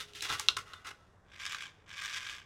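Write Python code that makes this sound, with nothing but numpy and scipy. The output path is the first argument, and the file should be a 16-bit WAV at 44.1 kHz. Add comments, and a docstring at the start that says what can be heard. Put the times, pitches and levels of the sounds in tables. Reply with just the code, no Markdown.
"""Grain tub in a greenhouse

Close to a single microphone, fingers scrape and bump a small tub of dry grains; its plastic lid snaps open.
Tipped twice, the tub lets the grains slide and rattle along its wall. The bench and the glass
return a short bright echo. Behind it lie a few faint tones and a quiet, distant outdoor rumble."""
import sys
import numpy as np
from scipy import signal
from scipy.fft import rfft, irfft
from scipy.io import wavfile
from scipy.ndimage import uniform_filter1d

SR = 44100
rng = np.random.default_rng(int(sys.argv[2]) if len(sys.argv) > 2 else 0)


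def generate_wav(signal):
    """Clip the signal to [-1, 1] and save it as 16-bit WAV at the path in sys.argv[1]."""
    frames = np.transpose(np.atleast_2d(signal))
    scaled = np.clip(frames, -1, 1) * 32767
    pcm = np.round(scaled).astype(np.int16)
    wavfile.write(sys.argv[1], SR, pcm)


N = 108045


def undb(db):
    """Decibels to gain."""
    return 10 ** (np.asarray(db) / 20)


def unit_energy(h):
    """Scale a response so that it keeps the power of white noise passing through."""
    return h / np.sqrt(np.sum(h ** 2))


def through(x, h):
    """Pass a sound through a response."""
    return signal.fftconvolve(x, h)[:N]


def add(out, start_s, x):
    """Mix a sound in at a time."""
    i = max(int(start_s * SR), 0)
    out[i:i + len(x)] += x[:N - i]


def colour(points, size=4096):
    """Minimum-phase response whose spectrum follows points of f/Hz, relative level/dB."""
    hz, db = np.array(points).T
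    f = np.maximum(np.fft.rfftfreq(size, 1 / SR), 1)
    gain = undb(np.interp(np.log(f), np.log(hz), db))
    cepstrum = irfft(np.log(gain))
    cepstrum[1:size // 2] *= 2
    cepstrum[size // 2 + 1:] = 0
    return unit_energy(irfft(np.exp(rfft(cepstrum))))


def burst(fade_s, size=2048, passes=3):
    """A short random flutter that dies away; each pass evens out its spectrum."""
    fade = np.exp(-np.arange(size) / SR / fade_s)
    flutter = rng.standard_normal(size) * fade
    for _ in range(passes):
        phase = np.angle(rfft(flutter))
        flutter = irfft(np.exp(1j * phase)) * fade ** .5
    return unit_energy(flutter)


def impacts(per_s, spread_db, max_spreads=1.3):
    """Random tiny contacts of uneven size, with a steady overall power."""
    occurs = rng.random(N) < per_s / SR
    strength = undb(spread_db * np.minimum(rng.standard_normal(N), max_spreads))
    contacts = occurs * strength * rng.choice([-1, 1], N)
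    local_power = np.abs(uniform_filter1d(contacts ** 2, 1500))
    return contacts / np.sqrt(local_power + 1e-9)


def outdoors(level_db=-63):
    """Steady distant rumble and air from beyond the glass."""
    # outdoor spectrum: f/Hz, relative level/dB
    spectrum = [(20, -14), (40, -3.5), (70, -4), (100, 1), (125, -8), (165, -6.5), (240, -15), (400, -12.5),
                (700, -15.5), (1200, -17), (1900, -23), (3000, -47), (5000, -40), (8000, -42), (16000, -61)]
    rumble = through(rng.standard_normal(N), colour(spectrum))
    return undb(level_db) * rumble / np.sqrt(np.mean(rumble ** 2))


def tones(t):
    """A faint low ring and two thin distant whistles swell and fade."""
    # tones: start t/s, length/s, f/Hz, peak level/dB
    swells = [(-.3, 1.13, 416.2, -61.5), (0.738, 0.057, 3570, -57.5), (0.978, 0.082, 1314, -65.5)]
    out = np.zeros(N)
    for start, length, hz, db in swells:
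        swell = np.sin(np.pi * np.clip((t - start) / length, 0, 1))
        out += undb(db) * swell * np.sin(2 * np.pi * hz * t)
    return out


def glass_echo(x, gap_s=.01, near_db=-11.5, tail_db=-13, low_t60_s=.22, high_t60_s=.2, split_hz=5000):
    """A quick cluster of echoes from the nearest panes, then a faint tail, shorter in the treble."""
    t = np.arange(SR // 2) / SR
    noise = rng.standard_normal(len(t))
    low = signal.sosfilt(signal.butter(2, split_hz, fs=SR, output="sos"), noise)
    high = signal.sosfilt(signal.butter(2, split_hz, "high", fs=SR, output="sos"), noise)
    tail = low * undb(-60 * t / low_t60_s) - high * undb(-60 * t / high_t60_s)
    near_panes = burst(fade_s=.021, size=len(t))
    echo = np.zeros(N)
    add(echo, gap_s, undb(near_db) * near_panes + undb(tail_db) * unit_energy(tail))
    return through(x, echo)


def with_bench(x, gap_s=.002, echo_db=-8):
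    """The direct sound plus quick reflections from the bench and the potting tray."""
    echo = np.zeros(SR // 8)
    add(echo, gap_s, undb(echo_db) * burst(fade_s=.0052))
    return x + through(x, echo)


def tub_ring(pitch=1):
    """The hollow ring of the tub: damped resonances of alternating sign."""
    # air and wall resonances: f/Hz, relative level/dB, t60/s
    modes = [(1104, 1, 0.023), (1162, -9, 0.082), (1233, -1, 0.025), (1364, 5, 0.021), (1480, 2, 0.039),
             (1976, -2, 0.017), (2925, -4, 0.026)]
    t = np.arange(SR // 8) / SR
    ring = sum((-1) ** k * undb(db - 60 * t / t60) * np.sin(2 * np.pi * pitch * hz * t)
               for k, (hz, db, t60) in enumerate(modes))
    return unit_energy(ring)


def hand_bumps(t):
    """The hands knock dully against the tub as they change grip."""
    # soft knocks: t/s, fade/s, level/dB
    knocks = [(0.299, 0.066, -48.5), (0.493, 0.054, -56), (0.57, 0.075, -60)]
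    # spectrum of a knock: f/Hz, relative level/dB
    spectrum = [(25, -13.5), (60, -5.5), (130, 6), (220, -9.5), (450, -7.5), (800, -9), (1500, -40),
                (6000, -54)]
    push = sum(undb(db) * (t > start) * np.exp(-np.abs(t - start) / fade) for start, fade, db in knocks)
    return through(rng.standard_normal(N) * push, colour(spectrum))


def finger_scrapes(t, attack_share=.3):
    """Stick-slip friction rasps on the lid and stirs the body of the tub."""
    # finger strokes: t/s, hold/s, release/s, rasp level/dB, hollow ring level/dB
    strokes = [(-.02, 0.016, 0.02, -35.5, -43), (0.073, 0.022, 0.053, -62, -69),
               (0.143, 0.028, 0.054, -48.5, -63), (0.218, 0.019, 0.03, -39.5, -48.5),
               (0.246, .012, .025, -50.5, -47.5), (0.285, 0.014, 0.015, -43, -43),
               (0.297, 0.0076, 0.013, -44, -38), (0.315, 0.026, 0.017, -38.5, -38.5),
               (0.381, 0.016, 0.06, -46.5, -52), (0.582, 0.0049, 0.018, -46, -45.5),
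               (0.647, 0.087, 0.1, -62, -56.5), (0.843, 0.019, 0.0092, -55.5, -49),
               (0.86, 0.029, 0.0073, -47.5, -49.5), (0.904, .01, 0.0022, -52.5, -44.5),
               (0.921, .08, 0.21, -77, -77)]
    # spectrum of the rasp: f/Hz, relative level/dB
    spectrum = [(60, -29.5), (400, -9), (750, -20.5), (1200, -19), (1800, 2), (2250, -2), (2700, 2.5),
                (3500, 4.5), (4400, -2.5), (6200, -4), (7500, -10), (10500, -14.5), (16000, -26.5)]
    rasp, hollow = np.zeros((2, N))
    for start, hold, release, rasp_db, ring_db in strokes:
        rise = np.clip((t - start) / (attack_share * hold), 0, 1)
        fall = np.exp(-np.maximum(t - start - hold, 0) / release)
        rasp += undb(rasp_db) * rise * fall
        hollow += undb(ring_db) * rise * fall
    slips = impacts(per_s=2600, spread_db=5)
    return through(slips * rasp, colour(spectrum)) + through(slips * hollow, tub_ring())


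def sliding_grains(t, slide_db=-.5, shapes=12, soft_hz=2020, bright_flow_db=-38.5, brightening=.43):
    """Grains of several shapes tumble along the tilted wall, brighter as they speed up."""
    # grain flow, one curve for each tip of the tub: t/s, level/dB
    tips = [
        [(1.24, -77.5), (1.33, -54), (1.385, -51.5), (1.418, -41), (1.44, -45.5), (1.5, -43), (1.57, -47),
         (1.6, -43.5), (1.66, -47.5), (1.72, -61), (1.78, -65), (1.85, -69)],
        [(1.86, -64), (1.895, -48.5), (1.94, -48), (1.99, -43), (2.06, -42), (2.12, -43), (2.16, -37.5),
         (2.2, -44.5), (2.31, -43), (2.38, -48), (2.45, -63)],
    ]
    # larger grains striking the wall: t/s, level/dB
    ticks = [(1.3989, -23.5), (1.4422, -28), (1.4533, -12), (1.4638, -10), (1.4955, -20.5), (1.5054, -32),
             (1.522, -10.5), (1.531, -17), (1.547, -13.5), (1.585, -22), (1.6228, -17.5), (1.986, -27),
             (2.02, -16), (2.0379, -17), (2.049, -14), (2.058, -12), (2.1017, -18), (2.135, -18),
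             (2.145, -22), (2.168, -16.5), (2.271, -20), (2.305, -19.5)]
    # spectrum of a grain on the wall: f/Hz, relative level/dB
    spectrum = [(100, -35), (400, -33.5), (650, -25.5), (880, -17.5), (1040, -3.5), (1160, 1.5), (1320, -6),
                (1500, 2.5), (1650, 0.5), (1850, -4.5), (2050, -5.5), (2380, 1.5), (2700, -5.5), (3200, -1),
                (3800, -4.5), (4200, -11), (4800, -9), (6000, -10.5), (7200, -15), (8500, -20),
                (10600, -25.5), (16000, -37.5)]
    flow = sum(undb(np.interp(t, *np.array(tip).T, left=-np.inf, right=-np.inf)) for tip in tips)
    hits = impacts(per_s=1300, spread_db=9) * flow * undb(slide_db)
    shape = rng.integers(0, shapes, N)
    slide = sum(through(hits * (shape == k), burst(fade_s=.0013, passes=0)) for k in range(shapes))
    # slow grains touch softly: the treble gains `brightening` dB per dB of flow
    soft = signal.sosfilt(signal.butter(1, soft_hz, fs=SR, output="sos"), slide)
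    treble_gain = (flow / undb(bright_flow_db)) ** brightening
    rattle = soft + (slide - soft) * treble_gain
    for start, db in ticks:
        add(rattle, start, undb(db) * burst(fade_s=.0018, passes=0))
    return through(rattle, colour(spectrum))


def lid_clicks(after_contacts=.44):
    """Each click is a chatter: the lid snaps, the rim cracks, the tub rings at a pitch set by the grip."""
    # clicks: t/s, snap level/dB, crack level/dB, ring level/dB, chatter fade/s, ring pitch ratio
    clicks = [(0.1353, -33, -38, -46, 0.0012, 0.74), (0.2077, -18.5, -26, -71, 0.0037, 1),
              (0.2227, -59, -12.5, -54, 0.0027, 0.6), (.3015, -15, -26, -16, 0.0014, 0.81),
              (0.3967, -46, -9, -15.5, 0.0023, .8), (0.486, 1, -11, -7.5, 0.0027, 0.99),
              (.567, -27, -22.5, -13, .002, 1), (.5695, -24, -13.5, -7, 0.0053, 0.99),
              (0.7347, -29, -31, -20.5, 0.0087, 1)]
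    # spectrum of the lid's sharp snap: f/Hz, relative level/dB
    snap_spectrum = [(300, -50.5), (1800, -25.5), (2300, -15.5), (2750, 3.5), (3500, 1), (4050, 5),
                     (4500, -9.5), (6300, -14), (9000, -32), (13000, -43), (16000, -46)]
    # spectrum of the rim's broad crack: f/Hz, relative level/dB
    crack_spectrum = [(100, -25.5), (600, -24.5), (1000, -9.5), (2000, -3), (3200, -2.5), (6000, -0.5),
                      (8000, -3.5), (10500, -8.5), (16000, -24)]
    snap, crack = colour(snap_spectrum), colour(crack_spectrum)
    snaps, rim_and_ring = np.zeros((2, N))
    for start, snap_db, crack_db, ring_db, chatter_s, pitch in clicks:
        contacts = after_contacts * burst(chatter_s)
        contacts[0] += 1  # the first, hard contact
        add(snaps, start, undb(snap_db) * through(contacts, snap))
        add(rim_and_ring, start, undb(crack_db) * through(burst(chatter_s), crack))
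        add(rim_and_ring, start, undb(ring_db) * through(burst(chatter_s), tub_ring(pitch)))
    return snaps, rim_and_ring


def scene(snap_beam_db=5):
    """The tub close up over the bench, the glass around it and the outdoors far behind, in mono."""
    t = np.arange(N) / SR
    snaps, rim_and_ring = lid_clicks()
    tub = finger_scrapes(t) + rim_and_ring + hand_bumps(t) + sliding_grains(t)
    # the snap beams at the microphone, so less of it reaches the glass
    close = with_bench(tub + undb(snap_beam_db) * snaps)
    return (close + glass_echo(tub + snaps) + tones(t) + outdoors())[None]


def record(dry, top_hz=16200):
    """The recorder cuts the top treble steeply."""
    return signal.sosfilt(signal.ellip(8, .2, 70, top_hz, fs=SR, output="sos"), dry)


dry = scene()
out = record(dry)
generate_wav(out)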